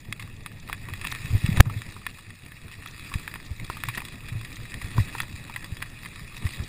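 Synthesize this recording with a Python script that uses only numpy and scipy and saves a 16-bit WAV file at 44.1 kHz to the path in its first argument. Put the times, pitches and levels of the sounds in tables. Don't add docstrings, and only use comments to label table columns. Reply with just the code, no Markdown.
import sys
import numpy as np
from scipy import signal
from scipy.fft import rfft, irfft
from scipy.io import wavfile
from scipy.ndimage import uniform_filter1d

SR = 44100
rng = np.random.default_rng(int(sys.argv[2]) if len(sys.argv) > 2 else 0)


def generate_wav(sig):
    pcm = np.round(np.clip(np.atleast_2d(sig).T, -1, 1) * 32767).astype(np.int16)
    wavfile.write(sys.argv[1], SR, pcm)


N = 294588
TIME = np.arange(N) / SR

# time in seconds, relative level in dB.
WETNESS_CURVE = [(0.0, -54), (0.52, -54), (1.21, -45), (1.47, -40), (1.71, -46.5), (2.36, -53.5),
                 (2.75, -50.5), (2.9, -48.5), (3.18, -46.5), (3.44, -50.5), (3.64, -49.5), (3.93, -44.5),
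                 (4.04, -49.5), (4.3, -49.5), (5.06, -44), (5.19, -50), (6.25, -48.5), (6.68, -46)]
# centre in Hz, width in Hz, gain in dB.
CASE_MODES = [(1168, 356, 5.5), (1518, 330, -7.5), (1828, 400, 9.5), (2530, 360, 10.5), (3087, 260, -6.5),
              (3410, 84, 8.5), (3836, 167, 8.5), (4844, 210, 7), (6025, 530, -23), (7110, 120, 6),
              (8256, 165, 10), (8770, 150, 14.5), (8940, 520, -11), (9430, 380, 12), (10120, 550, 8.5),
              (11800, 840, -23.5), (14570, 670, 6.5), (14380, 280, 10)]
# frequency in Hz, gain in dB.
STRIKE_EQ = [(100, -1), (550, -16), (1000, 2.5), (1800, 3), (3200, -3), (4500, -9), (7000, -11.5),
             (10500, -9), (14500, -13.5), (16000, -29)]
# frequency in Hz, gain in dB.
THUMP_EQ = [(60, -4), (350, -7.5), (600, -18.5), (1000, -4), (1400, -10), (2500, -23), (8000, -34.5)]


def amp(db):
    return 10 ** (np.asarray(db) / 20)


def unit_rms(x):
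    return x / np.sqrt(np.mean(x ** 2) + 1e-20)


def unit_energy(x):
    return x / np.linalg.norm(x)


def fader(curve):
    return amp(np.interp(TIME, *np.transpose(curve)))


def add(mix, start_s, sound):
    part = mix[max(round(start_s * SR), 0):][:len(sound)]
    part += sound[:len(part)]


def response(eq, modes=(), size=4096):
    hz = abs(np.fft.fftfreq(size, 1 / SR))
    points_hz, gains_db = np.transpose(eq)
    db = np.interp(np.log(hz + 1), np.log(points_hz), gains_db)
    for centre, width, height in modes:
        db += height / (1 + (2 * (hz - centre) / width) ** 2)
    log_spectrum = np.conj(signal.hilbert(np.log(amp(db))))
    return np.fft.ifft(np.exp(log_spectrum)).real[:size // 2]


def colour(x, eq, modes=()):
    return signal.oaconvolve(x, response(eq, modes))[:len(x)]


def wander(rate_hz):
    hz = np.fft.rfftfreq(N, 1 / SR)
    spectrum = rfft(rng.standard_normal(N)) * (hz > 5) / (1 + (hz / rate_hz) ** 2)
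    return unit_rms(irfft(spectrum, N))


def grains(per_s, spread_db):
    sizes = amp(spread_db * np.minimum(rng.exponential(1, N), 4.5))
    signs = rng.choice([-1, 1], N)
    return unit_rms(sizes * signs * (rng.random(N) < per_s / SR))


def spatter(per_s, spread_db, swell_s):
    t = np.arange(SR // 20) / SR
    bursts = signal.oaconvolve(abs(grains(per_s, spread_db)), t * np.exp(-t / swell_s))[:N]
    return unit_rms(bursts * rng.standard_normal(N))


def spurts(x, depth_db, patch_size=(5, 9)):
    frames = dict(nperseg=512, noverlap=384)
    spectra = signal.stft(x, **frames)[2]
    patches = rng.standard_normal(spectra.shape)
    for axis in (0, 1, 0, 1):
        patches = uniform_filter1d(patches, patch_size[axis], axis)
    spectra *= amp(depth_db * unit_rms(patches))
    return unit_rms(signal.istft(spectra, **frames)[1][:N])


def tyres(surge_db=0.7, drift_db=2.5):
    # frequency in Hz, gain in dB.
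    spray_eq = [(100, -28.5), (300, 3), (420, -8.5), (700, -12), (1300, -2.5), (2200, -1), (4000, -6),
                (7000, -9), (10000, -14), (11000, -18), (15000, -17.5), (16000, -59)]
    # frequency in Hz, gain in dB.
    mist_eq = [(1500, -51), (3500, 12.5), (5000, 2.5), (7500, 3), (9500, -16), (12000, -82), (16000, -59)]
    hiss = amp(-1 + surge_db * wander(rate_hz=89)) * rng.standard_normal(N)
    grit = amp(-7) * grains(per_s=700, spread_db=6.5)
    mud = amp(-3.5) * spatter(per_s=55, spread_db=3.0, swell_s=0.0012)
    spray = amp(1.5) * spurts(colour(hiss + grit + mud, spray_eq, CASE_MODES), depth_db=2.0)
    fizz = rng.standard_normal(N)
    puffs = amp(17.5) * spatter(per_s=90, spread_db=7.5, swell_s=0.0021)
    mist = spurts(colour(fizz + puffs, mist_eq), depth_db=1.5)
    mist *= amp(drift_db * wander(rate_hz=6.8))
    road, sheets = fader(WETNESS_CURVE), puddles()
    return spray * np.hypot(road, sheets) + mist * np.hypot(amp(-15.5) * road, amp(-10.5) * sheets)


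def mount(lumps_db=2.5, rise_s=0.0027, judder_s=0.031, sag_s=0.014):
    # time in seconds, relative level in dB.
    shaking = [(0.0, -46.5), (1.19, -43.5), (1.49, -45.5), (1.6, -26), (1.78, -44), (2.29, -51.5),
               (3.33, -46), (4.86, -43.5), (6.31, -47), (6.68, -42)]
    # crest in seconds, level in dB, mount pitch in Hz, decay in seconds.
    bumps = [(0.927, -28.5, 102, 0.027), (1.25, -23, 116, 0.0066), (1.308, -21.5, 90.5, 0.014),
             (1.333, -15.5, 99, 0.02), (1.352, -9, 96, 0.0096), (1.445, -11.5, 109, 0.0066),
             (1.491, -13.5, 170, 0.0083), (1.519, -17.5, 113, 0.01), (1.578, -17.5, 94, 0.01),
             (1.667, -9, 115, 0.018), (1.765, -21.5, 108, 0.025), (3.158, -15, 86, 0.0059),
             (3.513, -23, 78, 0.014), (3.882, -25.5, 118.6, 0.023), (4.323, -24.5, 116, 0.018),
             (4.355, -24, 111, 0.043), (4.848, -22.5, 83, 0.0076), (4.959, -26.5, 110, 0.011),
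             (4.985, -8.5, 109, 0.0097), (5.003, -13, 90, 0.017), (5.342, -28, 93, 0.014),
             (5.725, -22, 85.5, 0.0083), (6.455, -15.5, 88.5, 0.013), (6.601, -20, 84, 0.012)]
    thuds, judder = np.zeros(N), np.zeros(N)
    t = np.arange(-SR // 8, SR // 4) / SR
    for crest_s, db, hz, decay_s in bumps:
        swing = -np.cos(2 * np.pi * hz * t) / np.cosh(1.75 * t / np.where(t < 0, rise_s, decay_s))
        sag = amp(-22) * (t / sag_s - 1) * np.exp(-(t / sag_s - 1) ** 2)
        add(thuds, crest_s + t[0], amp(db) * (swing + sag))
        add(judder, crest_s + t[0], amp(db - 23.5) * np.exp(-(t / judder_s) ** 2))
    # frequency in Hz, gain in dB.
    rumble_eq = [(10, -0.5), (25, 5), (60, -5), (110, 3.5), (170, -4), (230, -9.5), (320, -15.5),
                 (500, -22.5), (1000, -27.5), (3000, -106)]
    rumble = colour(rng.standard_normal(N), rumble_eq)
    rumble = unit_rms(rumble * amp(lumps_db * wander(rate_hz=5.7)))
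    return thuds + rumble * np.hypot(amp(3.5) * fader(shaking), judder)


def recorder_whine(bass, pitch_hz=12000):
    return amp(-33.5) * bass * np.sin(2 * np.pi * pitch_hz * TIME)


def contact(splash_db, rebound=0.5, rebound_s=0.003, swell_s=0.0015, splash_s=0.0094, size=2048):
    t = (np.arange(size) - size // 2) / SR
    noise = rng.standard_normal(size) * np.exp(-abs(t) / np.where(t < 0, swell_s, splash_s))
    force = amp(splash_db) * unit_energy(noise)
    force[size // 2] += 1
    for delay, strength in rng.uniform(0.24, 1, (3, 2)):
        add(force, delay * rebound_s - t[0], np.array([rebound * strength]))
    return t[0], force


def hit(time_s, db, hardness, splash_db, ring_hz, thump_below=0.3, blend=0.03, lag_s=0.001):
    offset_s, force = contact(splash_db)
    spot = (ring_hz, 320, 7.0)
    snap = (6330, 9000, 35 * (hardness - 0.57))
    body = (900, 810, 6 * (0.42 - hardness))
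    presence = (3190, 290, 6.2)
    crack = amp(13) * unit_energy(colour(force, STRIKE_EQ, CASE_MODES + [spot, snap, body, presence]))
    thump = amp(17) * unit_energy(colour(force, THUMP_EQ, [spot]))
    softness = 0.5 + 0.5 * np.tanh((thump_below - hardness) / blend)
    return time_s + lag_s + offset_s, amp(db) * ((1 - softness) * crack + softness * thump)


def drops_and_stones(small_per_s=6, softest=0.3, low_hz=1160, high_hz=2560, usual_wet_db=-48):
    # time in seconds, relative strength in dB, hardness from 0 (mud)
    # to 1 (sharp grit), splash against the blow in dB, ring of the spot in Hz.
    big_hits = [(0.125, -16, 0.92, -27, 2170), (0.196, -23.5, 0.67, 7, 2100), (0.461, -21, 0.65, -5, 1110),
                (0.688, -25.5, 0.33, 4, 1160), (0.697, -21, 0.3, -2, 1170), (0.728, -15.5, 0.43, -7, 1600),
                (0.886, -24, 0.31, -2, 1780), (0.936, -21, 0.53, -6, 1950), (1.013, -22, 0.98, -1, 2650),
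                (1.044, -21.5, 0.54, -9, 1930), (1.049, -16.5, 0.35, -12, 2720),
                (1.07, -17.5, 0.99, -23, 2560), (1.123, -17, 0.32, -22, 1630),
                (1.149, -21, 0.94, -17, 1940), (1.461, -19, 0.99, -10, 2790), (1.573, -19, 0.3, 3, 1760),
                (1.657, -23, 0, 16, 1130), (1.697, -18, 0.31, 2, 1210), (1.818, -24, 0.78, -12, 1710),
                (1.964, -32, .2, 2, 1190), (2.065, -14, .42, -22, 1840), (2.304, -29.5, 0.8, -19, 1930),
                (2.86, -24.5, 0.37, -19, 1350), (3.116, -27.5, 0.28, 8, 1150),
                (3.139, -17.5, 0.83, -4, 1740), (3.277, -18.5, 0.48, -8, 1610),
                (3.339, -22.5, 0.33, -13, 1780), (3.357, -22, 0.31, -6, 1730),
                (3.699, -17.5, 0.28, -12, 1150), (3.769, -24, 0.31, -4, 1290),
                (3.836, -14, 0.34, -27, 1630), (3.886, -14.5, 0.52, -1, 2350), (3.948, -20.5, 1, 10, 1890),
                (3.974, -17.5, 0.315, -3, 1840), (3.977, -15.5, 0.31, 2.5, 1700),
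                (4.003, -24, 0.58, -5, 2400), (4.018, -25, .3, -6, 2050), (4.285, -24, 0.74, 10, 2540),
                (4.448, -25, 1, 6, 1940), (4.741, -22, 1, -9, 2020), (4.815, -23.5, 0.74, 4, 2030),
                (4.98, -18, 0, -28, 970), (5.15, -23, 0.23, -5, 1960), (5.182, -20.5, 0.72, 7, 2530),
                (5.202, -11.5, 0.54, -8, 1560), (5.232, -25.5, 0.31, -11, 1800), (5.497, -24, 0.3, 3, 1150),
                (5.561, -16.5, 0.39, -1, 1960), (5.819, -24, 0.82, 9, 1650), (5.824, -16, 0.64, -4, 1600),
                (6.058, -24.5, 0.63, -13, 2040), (6.466, -22, 0.67, -0.5, 1770)]
    big, small = np.zeros(N), np.zeros(N)
    for row in big_hits:
        add(big, *hit(*row))
    for when, size, grit, spot in rng.random((round(small_per_s * N / SR), 4)):
        db = -33 + 4.5 * (2 * size - 1)
        hardness = softest + grit * (1 - softest)
        ring_hz = low_hz + spot * (high_hz - low_hz)
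        add(small, *hit(when * N / SR, db, hardness, splash_db=-7, ring_hz=ring_hz))
    return big + small * np.sqrt(fader(WETNESS_CURVE) / amp(usual_wet_db))


def puddles(trim_db=-11.5, swell_s=0.0018):
    # start in seconds, relative level in dB, length in seconds.
    splashes = [(0.196, -37.5, 0.073), (1.01, -36.5, 0.34), (1.297, -34, 0.044), (1.558, -26, 0.075),
                (2.719, -32, 0.022), (3.045, -36.5, 0.13), (3.702, -31.5, 0.05), (4.048, -32.5, 0.048),
                (4.986, -27, 0.062), (5.125, -28.5, 0.12), (5.368, -37.5, 0.089), (5.639, -31.5, 0.029),
                (6.438, -33, 0.15)]
    sheets = np.zeros(N)
    t = np.arange(SR // 4) / SR
    for start_s, db, length_s in splashes:
        envelope = (1 - np.exp(-t / swell_s)) * np.exp(-(t / length_s) ** 2)
        add(sheets, start_s, amp(db + trim_db) * envelope)
    return sheets


def jolt(time_s=1.6062, push_hz=80, push_s=0.0052, pressed_s=0.0047, ring_s=0.0055):
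    # pitch in Hz, relative level in dB.
    stop_modes = [(640, -21), (950, -17), (1265, -8.5), (1755, -1)]
    t = TIME - time_s
    thud = -amp(7) * np.sin(2 * np.pi * push_hz * t) * np.exp(-(t / push_s) ** 2)
    touch = response(THUMP_EQ)
    add(thud, time_s - 0.005, -amp(-8) * touch / abs(touch).max())
    clack_age = np.maximum(t + 0.0012, 0)
    pressed = (clack_age > 0) * np.exp(-(clack_age / pressed_s) ** 6)
    partials = sum(amp(db + 1) * np.sin(2 * np.pi * hz * clack_age) for hz, db in stop_modes)
    clack = -partials * np.exp(-clack_age / ring_s)
    brightness = [(3800, 950, -16), (6000, 1500, 16.5), (10300, 500, 4.5), (12800, 430, 19)]
    chatter = unit_rms(colour(rng.standard_normal(N), STRIKE_EQ, CASE_MODES + brightness))
    return thud + pressed * (clack + amp(-6) * chatter)


def scene():
    bass = mount()
    return (tyres() + drops_and_stones() + bass + recorder_whine(bass) + jolt())[None]


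def record(dry, threshold_db=-12.0, slope=1.38, release_db_per_s=95, react_s=0.0103, cutoff_hz=16000):
    clipped = np.clip(dry[0], -1, 1)
    power_db = 10 * np.log10(abs(uniform_filter1d(clipped ** 2, size=256)) + 1e-12)
    fall_db = TIME * release_db_per_s
    held_db = np.maximum.accumulate(power_db + fall_db) - fall_db
    over_db = uniform_filter1d(np.maximum(held_db - threshold_db, 0), size=128)
    duck_db = slope * np.interp(TIME - react_s, TIME, over_db)
    low_pass = signal.firwin(255, cutoff_hz, window=("kaiser", 9), fs=SR)
    return signal.oaconvolve(clipped * amp(-duck_db), low_pass, "same")[None]


dry = scene()
out = record(dry)
generate_wav(out)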